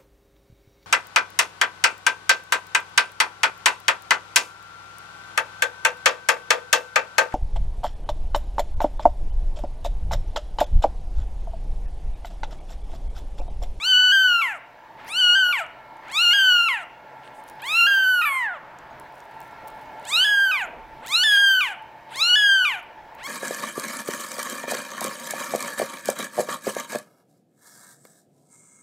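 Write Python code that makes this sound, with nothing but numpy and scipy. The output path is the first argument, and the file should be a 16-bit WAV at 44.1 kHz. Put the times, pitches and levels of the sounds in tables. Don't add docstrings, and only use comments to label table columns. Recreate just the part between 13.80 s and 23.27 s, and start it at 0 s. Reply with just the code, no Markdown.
import sys
import numpy as np
from scipy import signal
from scipy.fft import rfft, irfft
from scipy.io import wavfile
from scipy.ndimage import uniform_filter1d

SR = 44100
rng = np.random.default_rng(int(sys.argv[2]) if len(sys.argv) > 2 else 0)


def volts(x):
    e = np.asarray(x, float) / 20
    return 10 ** e


def unload_audio(sound):
    columns = np.transpose(np.atleast_2d(sound))
    steps = np.round(np.clip(columns, -1, 1) * 32767)
    wavfile.write(sys.argv[1], SR, steps.astype(np.int16))


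N = 417627


def evened(x):
    return x / np.sqrt(np.mean(x ** 2) + 1e-20)


def read(points, hz):
    f, value = np.transpose(points)
    return np.interp(np.log(hz + 1), np.log(f + 1), value)


def add(mix, s, sound):
    part = mix[..., round(s * SR):][..., :sound.shape[-1]]
    part += sound[..., :part.shape[-1]]


def resonate(x, hz, width):
    turn = np.exp(2j * np.pi * hz * np.arange(len(x)) / SR)
    r = np.exp(-np.pi * width / SR)
    return 2 * (turn * signal.lfilter([1 - r], [1, -r], x / turn)).real


def resonate_twice(x, hz, width):
    return resonate(resonate(x, hz, width), hz, width)


# frequency in Hz, left-right correlation from 0 to 1.
SAME = [(60, 0.81), (240, 0.98), (950, 0.99), (3770, 0.96), (15000, 0.46)]
# frequency in Hz, left minus right in dB.
TILT = [(60, -10), (240, -2.5), (950, 0), (3770, 0.5), (15000, -1.5)]


def coloured(db_of_hz, patchy_db):
    frames, hz = N // 512 + 5, np.fft.rfftfreq(2048, 1 / SR)
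    a, b, c, d, patches = rng.standard_normal((frames, 1025, 5)).T
    patches = evened(uniform_filter1d(uniform_filter1d(patches, 14, 0), 5, 1))
    same = np.clip(read(SAME, hz), 0, 1)[:, None]
    left = a + 1j * b
    right = same * left + np.sqrt(1 - same ** 2) * (c + 1j * d)
    z = np.array([left, right]) * volts(db_of_hz(hz)[:, None] + patchy_db * patches)
    z *= volts(np.outer([.5, -.5], read(TILT, hz)))[..., None]
    return evened(signal.istft(z, nperseg=2048, noverlap=1536)[1][:, :N])


# frequency in Hz, density in dB per Hz.
FAN = [(35, -64), (60, -19.5), (186, -14), (437, -13), (734, -3.5), (807, -8.5), (887, 2.5), (1070, -10.5),
       (2030, -36.5), (2230, -18), (3330, -26), (3840, -28), (9200, -44.5), (15800, -40), (17000, -64)]
# frequency in Hz, width in Hz, level in dB.
WHINES = [(131.8, 7.3, -13), (871.5, 11, 12), (1714, 500, 4.5)]


def fan_spectrum(hz):
    tones = 0
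    for f, width, db in WHINES:
        tones = tones + volts(db) ** 2 / width / (1 + (2 * (hz - f) / width) ** 2) ** 2
    return 10 * np.log10(volts(read(FAN, hz)) ** 2 + 20 * tones)


# frequency in Hz, width in Hz, level in dB.
MOTOR_LINES = [(134, 10, -23), (884, 12, -10), (1359, 2, -17), (1424, 2, -22), (2175, 1, -19)]
# frequency in Hz, level in dB.
HUM = [(285.3, -67), (328.4, -65.5), (608.3, -59), (710.6, -64)]
OPEN_DB, DUCK_DB, DUCK_S, FAN_DB = -52, -11, 0.87, 12.5


def fan():
    t = np.arange(N) / SR
    mewing = sum((t >= m[0][0]) & (t < m[-1][0]) for m in ALL_MEWS)
    keep = np.exp(-1 / (DUCK_S * SR))
    ducked = signal.lfilter([1 - keep], [1, -keep], mewing, zi=[0.7])[0]
    air = coloured(fan_spectrum, patchy_db=1.67)
    noise = rng.standard_normal(N)
    for hz, width, db in MOTOR_LINES:
        air += volts(db) * evened(resonate_twice(noise, hz, width))
    for hz, db in HUM:
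        air += volts(db + 41.5) * evened(resonate_twice(noise, hz, 3.6))
    return volts(OPEN_DB + DUCK_DB * ducked + FAN_DB) * air


# time in seconds, length in seconds, level in dB.
BUMPS = [
    (0.158, 0.18, -55),
    (2.3, 0.38, -65),
    (3.998, 0.18, -69),
    (5.7, 1.3, -71),
    (7.042, 0.41, -55.5),
    (8.807, 0.3, -66),
    (9.45, 0.39, -61),
]
RUMBLE_DB = -70.5


def hand_rumble():
    t = np.arange(N) / SR
    rumble = coloured(lambda hz: -30 * abs(np.log2((hz + 1) / 46)) ** 1.5, patchy_db=2)
    hand = volts(RUMBLE_DB)
    for s, length, db in BUMPS:
        hand = hand + volts(db) * np.exp(-abs(t - s) / (length / 2))
    return hand * rumble


# frequency in Hz, decay time over 60 dB in seconds.
ROOM = [(500, 0.97), (1500, 0.48), (3000, 0.53), (4000, 0.27), (6000, 0.18), (12000, 0.31)]


def room(x):
    size = SR // 2
    taps = np.zeros((3, size))
    at = np.arange(220, size - 20, 20) + rng.integers(0, 20, (3, (size - 221) // 20))
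    np.put_along_axis(taps, at, rng.choice([-1., 1.], at.shape), 1)
    hz, t, z = signal.stft(taps[0] + 0.1 * taps[1:], SR, nperseg=256)
    decay = volts(-60 * t / read(ROOM, hz)[:, None])
    tail = signal.istft(z * decay, SR, nperseg=256)[1]
    return signal.fftconvolve(x[None], tail / np.linalg.norm(tail[0]), axes=1)[:, :N]


# start in seconds, end in seconds, ticks per second.
RUSTLES = [
    (3.665, 3.71, 250),
    (5.32, 5.46, 260),
    (5.5, 5.57, 120),
    (5.63, 5.75, 180),
    (5.87, 5.89, 900),
    (5.93, 6.06, 150),
]
RUSTLE_DB, RUSTLE_SPREAD_DB, RUSTLE_HZ = -46, 2, 10400


def rustle():
    t = np.arange(N) / SR
    rate = sum(r * ((t > a) & (t < b)) for a, b, r in RUSTLES)
    clicks = (rng.random(N) < rate / SR) * volts(RUSTLE_DB + RUSTLE_SPREAD_DB * rng.standard_normal(N))
    u = np.arange(-40, 80) / SR
    tick = np.cos(2 * np.pi * RUSTLE_HZ * u) * np.exp(-abs(u) / .00003)
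    return signal.oaconvolve(clicks, tick)[:N]


# start in seconds, length in seconds, level in dB, centre in Hz, width in Hz.
PUFFS = [(1.158, 0.17, -45.5, 1430, 2600), (1.247, .097, -59, 10940, 4000),
         (1.773, 0.036, -46.5, 7400, 2000), (1.779, 0.045, -55, 11500, 1500),
         (0.738, 0.038, -62, 7850, 4000), (2.21, .14, -47, 1490, 2500), (2.997, .045, -63, 8390, 4000),
         (3.43, .07, -67, 8400, 3000), (3.529, .097, -64, 8700, 6000), (3.663, .05, -66, 10000, 6040),
         (3.792, 0.023, -48, 2450, 2950), (4.085, .11, -48, 12500, 5000), (4.09, .08, -57, 7500, 2000),
         (4.237, .03, -57, 9550, 4000), (4.633, 0.74, -48.5, 990, 1730), (5.1, .04, -70, 6600, 200),
         (6.268, .055, -51, 7950, 1540), (3.425, 0.055, -58, 2750, 2000),
         (6.802, 0.075, -63, 11300, 1500), (6.807, .056, -51, 7000, 1500), (6.815, 0.23, -43.5, 590, 799),
         (7.29, 0.057, -50, 8000, 5070), (7.502, .082, -47, 14500, 3000), (7.506, .075, -46, 3500, 2500),
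         (7.897, .041, -58, 8000, 6000), (8.276, 0.12, -49, 2390, 3520), (8.292, 0.11, -54, 8050, 5000),
         (8.963, .05, -65, 11200, 1500), (8.96, 0.056, -64, 6470, 2500), (9.375, 0.052, -51, 2460, 3000)]


def puffs():
    out, noise = np.zeros(N), rng.standard_normal(N)
    for s, length, db, hz, width in PUFFS:
        grain = noise[round(s * SR):][:round(length * SR)]
        band = resonate(resonate_twice(grain, hz, width), hz, width)
        add(out, s, volts(db) * evened(band) * signal.windows.tukey(len(grain), .6))
    return out


# time in seconds, peak level in dB, ring frequency in Hz.
TICKS = [(3.756, -52, 13000), (3.428, -44, 3000), (3.435, -37, 3000), (3.449, -42, 2980),
         (3.455, -39, 3000), (3.461, -45, 3000), (3.861, -36, 12000), (8.024, -48, 12100),
         (1.248, -44, 13000), (1.2708, -42, 11000), (1.2803, -33, 12000), (1.2878, -33, 11700),
         (1.373, -33, 13600), (1.8652, -42, 7400), (2.322, -23, 8100), (2.39, -29, 15000),
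         (2.415, -36, 10500), (3.035, -46, 8000), (3.477, -32, 3000), (3.688, -36, 7000),
         (7.905, -40, 9000), (4.241, -31, 9500), (6.2162, -50, 10100), (6.604, -29, 11000),
         (7.282, -24, 6960), (7.289, -26, 14400), (9.029, -48, 13000), (9.433, -32, 6500),
         (2.17, -47, 7750), (2.2842, -40, 7160), (2.301, -38, 7080), (2.316, -28, 7200),
         (3.639, -42, 10700), (3.682, -35, 10250), (3.699, -33, 10640), (3.8206, -32, 11100),
         (3.8431, -32, 6915), (4.329, -37, 8560), (4.9879, -35, 6660), (5.1991, -33.5, 10600),
         (5.3847, -47, 8400), (5.404, -38, 6300), (5.6046, -35, 13600), (5.616, -37, 7900),
         (5.6294, -44, 11300), (5.7124, -45, 6660), (5.876, -34, 14100), (5.882, -32, 12900),
         (5.903, -41, 8940), (6.014, -42, 9600), (6.198, -41, 8270), (6.229, -43, 9000), (6.253, -25, 8400),
         (7.2642, -26, 11560), (7.272, -21, 8140), (8.3595, -21.5, 8300), (9.3506, -41, 13100),
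         (9.44, -30, 7300)]


def ticks():
    out, noise = np.zeros(N), rng.standard_normal(N)
    t, lead = np.arange(300) / SR, .0025
    for s, db, hz in TICKS:
        grain = noise[round(s * SR):][:300]
        fizz = 0.31 * resonate_twice(grain, hz, 0.87 * hz) * np.exp(-abs(t - lead) / 0.001)
        ring = np.sin(2 * np.pi * hz * t) * np.exp(-abs(t - lead - .0002) * hz * 1.6)
        add(out, s - lead, volts(db) * (ring + fizz))
    return out


def smooth(x, length):
    for _ in range(2):
        x = uniform_filter1d(x, size=round(length * SR), axis=0, mode="nearest")
    return x


def glide(t, s, v):
    slope, i = np.gradient(v, s), np.clip(np.searchsorted(s, t) - 1, 0, len(s) - 2)
    h = np.diff(s)[i]
    u = np.clip((t - s[i]) / h, 0, 1)
    step = (v[i + 1] - v[i]) * u ** 2 * (3 - 2 * u)
    return v[i] + step + h * u * (1 - u) * (slope[i] * (1 - u) - slope[i + 1] * u)


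# time in seconds, pitch factor, lean factor just before, overshoot factor
JUMPS = [(0.3205, 1.072, 1.002, 1.009), (0.6175, 0.847, 1.0, 1.044), (1.552, 1.088, 1.03, 1.006),
         (1.7265, 0.849, 1.022, 1.028), (2.447, 0.943, 0.986, 1.015), (2.5345, 1.199, 1.091, 0.982),
         (2.826, 1.031, 1.004, 1.003), (2.887, 0.831, 0.987, 1.033), (4.0105, 0.964, 1.0, 0.991),
         (4.068, 1.203, 1.023, 0.972), (4.416, 0.917, 1.001, 0.973), (4.441, 1.1, 1.043, 1.0),
         (4.451, 0.925, 1.019, 0.955), (6.445, 1.054, 0.997, 1.046), (6.7135, 0.872, 1.011, 1.005),
         (7.437, 1.191, 1.065, 1.04), (7.575, 1.026, 0.96, 0.96), (7.8085, 0.868, 1.008, 1.001),
         (8.504, 0.999, 1.041, 1.002), (8.557, 1.128, 0.998, 1.043), (8.851, 0.859, 1.006, 1.011)]
# time in seconds, half length in seconds, rise in percent.
BENDS = [(.042, .008, -1.2), (.138, .026, -.7), (.346, .018, 1), (.69, .026, -2.6), (1.294, .008, 1.5),
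         (1.318, .01, -1.3), (1.334, .04, -1.2), (1.398, .012, 1.4), (1.422, .012, -1.3), (1.462, .012, .9),
         (1.662, .04, -.9), (1.774, .012, -2), (2.304, .012, -2.3), (2.464, .04, -.7), (2.576, .008, 1.2),
         (2.712, .018, -.8), (2.744, .012, 1.2), (2.976, .018, -.9), (3.844, .018, 1), (3.94, .012, -1.2),
         (4.26, .018, -1.2), (4.7, .018, -2.5), (4.465, .008, 2.5), (4.737, .014, 5), (6.268, .008, 1.9),
         (6.292, .012, -2.2), (6.404, .026, -.8), (6.476, .012, -2.2), (6.748, .008, -1.3),
         (6.78, .012, -2.8), (7.29, .008, 1.7), (7.306, .008, -1.3), (7.674, .04, .6), (7.866, .008, 1.2),
         (7.89, .008, -1.6), (7.906, .008, 2.2), (8.346, .026, 2.7), (8.37, .008, 1.4), (8.394, .012, -1.9),
         (8.458, .012, -1.2), (8.746, .012, 1.1), (8.818, .012, -1.1), (8.898, .008, -1.8),
         (8.938, .008, 1.9), (9.424, .008, 1.5)]
JUMP_S, LEAN_S, SETTLE_S = .004, .012, .02
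SNAP_UP, SNAP_DOWN = 1.045, .93
WAVER, WAVER_S = .0026, .009


def fold_pitch(t, s, pitch):
    factor, register = np.ones(len(t)), np.zeros(len(t), int)
    for when, step, lean, overshoot in JUMPS:
        if s[0] < when < s[-1]:
            gap = abs(t - when)
            after = step * overshoot ** np.exp(-gap / SETTLE_S)
            factor *= np.where(t > when, after, lean ** np.exp(-gap / LEAN_S))
            if not SNAP_DOWN < step < SNAP_UP:
                register[t > when] = 1 if step > 1 else 2
    for when, half, percent in BENDS:
        if s[0] < when < s[-1]:
            factor *= 1 + percent / 100 * np.exp(-((t - when) / half) ** 2)
    waver = WAVER * evened(smooth(rng.standard_normal(len(t)), WAVER_S))
    return np.exp(glide(t, s, np.log(pitch)) + waver) * smooth(factor, JUMP_S), register


# 1st harmonic in dB, 2nd in dB, 3rd in dB, all higher ones in dB.
REGISTERS = [
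    (0.14, 2.5, 2, -12.5),
    (5, -1, -3, -14.5),
    (-0.5, 1.85, -4, -11.5),
]
MOUTH_Q = 3.17
RING_HZ, RING_WIDTH_HZ, RING_DB, RING_OPEN_HZ = 3930, 150, 5.5, 3260
CHEST_HZ, CHEST_WIDTH_HZ, CHEST_DB = 3030, 480, -10
TOP_DB_PER_MOUTH_OCTAVE, TOP_DB_PER_PITCH_OCTAVE = 19, -2


def folds(curve, t):
    s, pitch, *columns = np.transpose(curve)
    effort_db, mouth_hz = (np.interp(t, s, c) for c in columns)
    hz, register = fold_pitch(t, s, pitch)
    db = effort_db + smooth(np.array(REGISTERS, float)[register], JUMP_S).T
    near = np.arange(1, 4)[:, None] * hz / mouth_hz
    db[:3] -= 10 * np.log10((1 - near ** 2) ** 2 + (near / MOUTH_Q) ** 2)
    rising, third_hz = register == 0, 3 * hz
    wide = np.clip((mouth_hz - RING_OPEN_HZ) / 600, 0, 1) * rising
    db[2] += RING_DB * wide * np.exp(-((third_hz - RING_HZ) / RING_WIDTH_HZ) ** 2)
    db[2] += CHEST_DB * rising * np.exp(-((third_hz - CHEST_HZ) / CHEST_WIDTH_HZ) ** 2)
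    db[3] += TOP_DB_PER_MOUTH_OCTAVE * np.log2(mouth_hz / 2500)
    db[3] += TOP_DB_PER_PITCH_OCTAVE * np.log2(hz / 1400)
    return hz, volts(db)


# start in seconds, end in seconds, early-late alternation in cycles,
# random timing scatter in cycles.
BREAKS = [(2.505, 2.54, .006, .001), (2.54, 2.62, .001, .0015), (4.075, 4.17, 0, .003),
          (4.417, 4.442, .014, .004), (4.455, 4.495, .022, .003), (6.29, 6.41, 0, .002),
          (7.51, 7.575, .003, .005), (8.545, 8.56, .002, .001), (8.6, 8.645, .002, .002),
          (3.95, 3.99, 0, .002), (.322, .42, 0, .0015), (.03, .15, 0, .0006), (1.4, 1.46, 0, .0012),
          (1.555, 1.6, 0, .0015), (2.445, 2.5, 0, .001), (2.62, 2.84, 0, .0008), (6.45, 6.62, 0, .001)]


def unsteadiness(t, start, end, grit):
    shift, loose, uneven = .0003 * grit, np.zeros(len(t)), np.zeros(len(t))
    for s0, s1, alternation, scatter in BREAKS:
        if start <= s0 <= end:
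            on = np.clip(np.minimum(t - s0, s1 - t) / .004, 0, 1)
            shift += on * scatter * grit
            uneven += on * alternation
            loose += on
    return shift, loose, uneven


# frequency in Hz, level in dB.
UPPER = [(2000, 15), (4200, 8), (5600, -2.5), (7400, -3.5), (9500, -10), (11500, -8), (13500, -16),
         (15000, -12.5), (16500, -18)]
# frequency in Hz, dB lost per octave of pitch under 1300 Hz.
SHUT = [(3500, 1.3), (5200, 12), (8000, -10), (11000, -3), (16000, 9)]
# time in seconds, half length in seconds,
# frequency in Hz, level in dB.
SHAPES = [(0.01, 0.018, 8200, 10), (0.196, 0.068, 10700, -23), (.2, .12, 16200, 13), (.45, 0.21, 14200, 11),
          (0.66, 0.12, 11500, 17), (1.31, 0.035, 9200, 25.5), (1.31, 0.032, 12500, 16),
          (1.616, .06, 9850, -6), (1.67, 0.042, 13100, 13), (1.74, 0.057, 11900, 16),
          (2.704, 0.17, 13800, 15.5), (2.74, 0.076, 9700, -17), (2.91, 0.096, 11000, 12.5),
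          (2.92, .04, 15940, 15), (4.16, 0.11, 9300, -14), (4.32, 0.1, 12550, 14),
          (4.501, 0.097, 11800, 17), (4.484, 0.088, 5930, -11), (4.55, 0.08, 8500, 14),
          (6.296, 0.019, 7800, 12.5), (6.685, 0.082, 12500, 8.5), (7.498, 0.07, 10700, 10),
          (7.75, 0.11, 13800, 16), (7.85, .04, 16070, 12), (7.85, .04, 11500, 10), (8.41, 0.04, 14000, 8),
          (8.7, .12, 13000, 5), (8.65, .09, 15700, 12), (8.908, 0.11, 12100, 17.5), (8.92, 0.049, 16020, 9),
          (8.93, .05, 13800, -9), (9.45, .03, 15100, -15), (0.509, 0.092, 9300, -10),
          (4.747, 0.065, 2800, 14), (1.277, .02, 5840, 28), (3.835, 0.022, 5500, -8),
          (4.738, 0.11, 9550, -22), (4.623, 0.062, 14000, -7), (4.42, .1, 15400, -5),
          (6.38, .06, 15400, -17), (1.77, .04, 15500, 6), (6.86, .04, 8600, -12)]
SHAPE_WIDTH_HZ, DIPS_DB = 1550, 3.5


def upper_weights(t, hz, high, bright_db, mouth, unparted_db):
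    slow = slice(None, None, 32)
    ts = t[slow]
    f = high * hz[slow]
    lean_db = bright_db * np.log2(np.maximum(f / 7000, 1))
    lean_db += read(SHUT, f) * np.log2(np.minimum(hz[slow] / 1300, 1))
    dip_turns = 2 * np.pi * rng.uniform(1, 4, high.shape) * ts
    dips_db = DIPS_DB * np.sin(dip_turns + rng.uniform(0, 7, high.shape))
    weights = volts(read(UPPER, f * mouth) + lean_db + dips_db * (high > 5)) * (f < 17000)
    shape_db = unparted_db[slow] * (f > 5000)
    for s, half, f_hz, db in SHAPES:
        if t[0] <= s <= t[-1]:
            shape_db = shape_db + db * np.exp(-((ts - s) / half) ** 2 - ((f - f_hz) / SHAPE_WIDTH_HZ) ** 2)
    weights = volts(shape_db) * weights / np.sqrt((weights ** 2).sum(0))
    return np.repeat(weights, 32, axis=1)[:, :len(t)]


LIPS_S, UNPARTED_DB, CLOSED_DB, CLOSED_THIRD_DB = 0.0069, -10, -6.5, -9
TOP_DIES_S, TOP_DIES_DB = 0.038, -3.5
HALF_LINE, LEAK_DB = 27, -25


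def mew(curve, bright_db, mouth, top_db, part, close, air, grit):
    start, end = curve[0][0], curve[-1][0]
    at = np.arange(round(max(start - .045, 0) * SR), min(round((end + .035) * SR), N))
    t = at / SR
    before = t < start
    outside = np.maximum(np.maximum(start - t, t - end), 0)
    hz, (first, second, third, upper) = folds(curve, t)
    hz = hz * (1 - 6. * outside)
    turns = np.cumsum(hz) / SR
    shift, loose, uneven = unsteadiness(t, start, end, grit[at])

    dying = (end < 9.4) * np.clip(1 - (end - t) / TOP_DIES_S, 0, 1)
    upper = upper * volts(top_db + TOP_DIES_DB * dying)
    upper = upper * np.clip(1 - outside / np.where(before, .025, .012), 0, 1)
    closed = np.clip((t - close) / LIPS_S, 0, 1)
    third, upper = third * volts(CLOSED_THIRD_DB * closed), upper * volts(CLOSED_DB * closed)
    unparted_db = UNPARTED_DB * np.clip((part - t) / LIPS_S, 0, 1)

    orders = np.arange(1, 25)[:, None]
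    alternation = np.where(orders > 1, 1, .4) * uneven * np.cos(np.pi * turns)
    cycles = orders * ((turns + shift + alternation) % 1)
    waves = np.cos((2 * np.pi * cycles + .3 * orders ** 2).astype(np.float32))
    weights = upper_weights(t, hz, orders[3:], bright_db, mouth, unparted_db)
    tone = first * waves[0] + second * waves[1] + third * waves[2]
    tone += upper * (weights * waves[3:]).sum(0)
    tone += HALF_LINE * uneven * second * np.cos(3 * np.pi * (turns + 4 * shift))
    leak = volts(LEAK_DB) * upper * air[at] * (1 + loose) * volts(unparted_db)
    fade = np.clip(1 - outside / np.where(before, .045, .03), 0, 1) ** np.where(before, 1.5, 2)
    return t[0], (np.sqrt(2) * tone + leak) * fade


# frequency in Hz, level in dB.
AIR = [(400, -30), (3000, -10), (5500, -20), (7400, -2), (9300, -12), (11500, -2), (13500, -4),
       (17000, -18)]
# left minus right in dB, brightness in dB per octave above 7 kHz,
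# mouth size factor, level of the upper harmonics in dB.
HEAD = [(1.5, -2.5, 0.59, -0.5), (1.5, -8, 0.92, -0.5), (0.75, -7, 1.015, -0.7), (-1, 3, 0.986, 2.5),
        (-1.53, 0, 0.955, 0.6), (0.04, -4.5, 1.055, -1.4), (1, -10, 1.1, -1.2), (1.1, 3.5, 1.9, -5.5)]
# parting in seconds, closing in seconds, swing of left minus right in dB to
LIPS = [
    (-.1, 0.728, 0.26),
    (1.288, 1.801, 0.2),
    (2.33, 2.98, -0.05),
    (3.856, 4.665, -0.2),
    (6.271, 6.818, -0.1),
    (7.293, 7.892, 1.4),
    (8.368, 8.957, 0.4),
    (9.443, 9.9, 1),
]
# time in seconds, fold pitch before
# any register jump in Hz, effort in dB, mouth resonance in Hz.
MEW_1 = [
    (0.0, 1090, -48, 3000),
    (0.05, 1422, -35, 3710),
    (0.16, 1483, -24.5, 2620),
    (0.38, 1448, -24.5, 2470),
    (0.46, 1398, -26, 2560),
    (0.55, 1305, -28, 2510),
    (0.59, 1276, -30, 2350),
    (0.755, 730.5, -43, 2140),
    (0.777, 624.5, -51, 3410),
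]
# as in the first, in seconds, Hz, dB, Hz.
MEW_2 = [
    (1.257, 713, -61, 3280),
    (1.277, 920, -53.5, 2900),
    (1.368, 1470, -34.5, 3390),
    (1.462, 1435, -25.5, 2530),
    (1.607, 1410, -26, 2520),
    (1.633, 1374, -27, 2440),
    (1.782, 982, -36, 2520),
    (1.817, 721.6, -33, 2900),
    (1.836, 688, -41, 3100),
]
# as in the first, in seconds, Hz, dB, Hz.
MEW_3 = [
    (2.279, 689, -53, 3635),
    (2.323, 1038, -46, 4170),
    (2.349, 1146, -36.5, 4160),
    (2.395, 1339, -30, 3280),
    (2.63, 1365, -26, 2700),
    (2.724, 1289, -26, 2980),
    (2.945, 958, -34, 2400),
    (2.965, 882.4, -38.5, 2290),
    (3.032, 668, -44.5, 3793),
]
# as in the first, in seconds, Hz, dB, Hz.
MEW_4 = [
    (3.806, 677, -71, 3340),
    (3.825, 800, -45, 3760),
    (4.017, 1420, -25.5, 2460),
    (4.142, 1364, -27.5, 2320),
    (4.471, 1094, -30, 2040),
    (4.491, 1051, -31.5, 1814),
    (4.621, 902, -34.5, 1780),
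    (4.73, 629.5, -42.5, 1710),
    (4.773, 513, -46.5, 2650),
]
# as in the first, in seconds, Hz, dB, Hz.
MEW_5 = [
    (6.251, 726, -56, 5330),
    (6.337, 1236, -33, 3630),
    (6.356, 1290, -34.5, 4000),
    (6.376, 1383, -30, 3280),
    (6.595, 1512, -27.5, 2190),
    (6.661, 1483, -29, 2200),
    (6.806, 989, -37.5, 2646),
    (6.826, 845, -33, 2500),
    (6.849, 760, -41, 1900),
]
# as in the first, in seconds, Hz, dB, Hz.
MEW_6 = [
    (7.235, 514.7, -51, 4100),
    (7.275, 871, -50, 5060),
    (7.325, 1174, -34, 4200),
    (7.545, 1377, -25, 2770),
    (7.67, 1291, -25, 2750),
    (7.739, 1262, -26.5, 2600),
    (7.825, 1119, -32, 2620),
    (7.89, 800, -39, 3094),
    (7.933, 680, -41, 3340),
]
# as in the first, in seconds, Hz, dB, Hz.
MEW_7 = [
    (8.326, 653, -54, 4630),
    (8.347, 834, -47.5, 5360),
    (8.401, 1198, -35, 4420),
    (8.527, 1458, -28, 3050),
    (8.721, 1399, -24.5, 2590),
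    (8.841, 1289, -29.5, 2500),
    (8.886, 1178, -33.5, 2660),
    (8.966, 765, -40, 3000),
    (8.988, 732, -43.5, 3360),
]
# as in the first, in seconds, Hz, dB, Hz.
MEW_8 = [
    (9.396, 591, -54, 4050),
    (9.421, 857, -50, 4100),
    (9.442, 1030, -44, 4720),
    (9.466, 1120, -38.5, 5000),
]
ALL_MEWS = [MEW_1, MEW_2, MEW_3, MEW_4, MEW_5, MEW_6, MEW_7, MEW_8]


def kitten():
    hz = np.fft.rfftfreq(N, 1 / SR)
    air = evened(irfft(rfft(rng.standard_normal(N)) * volts(read(AIR, hz)), N))
    grit = evened(uniform_filter1d(uniform_filter1d(rng.standard_normal(N), size=24), size=24))
    out = np.zeros((2, N))
    for curve, (pan_db, *mouth), (*lips, turn_db) in zip(ALL_MEWS, HEAD, LIPS):
        s, sound = mew(curve, *mouth, *lips, air, grit)
        pan_db = pan_db + turn_db * np.linspace(-1, 1, len(sound))
        add(out, s, sound * volts(np.array([pan_db / 2, -pan_db / 2])))
    return out


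ROOM_DB = -13.5


def scene():
    background = fan() + hand_rumble()
    near = kitten() + puffs() + ticks()
    return near + volts(ROOM_DB) * room(near.mean(0)) + background + rustle()


def low_pass(x):
    return signal.sosfilt(signal.butter(12, 17770, fs=SR, output="sos"), x)


def record(dry):
    edge = signal.firwin(511, 16490, window=("kaiser", 9), fs=SR)
    mix = signal.oaconvolve(dry, edge[None], "same")
    return low_pass(mix)


dry = scene()
out = record(dry)
unload_audio(out)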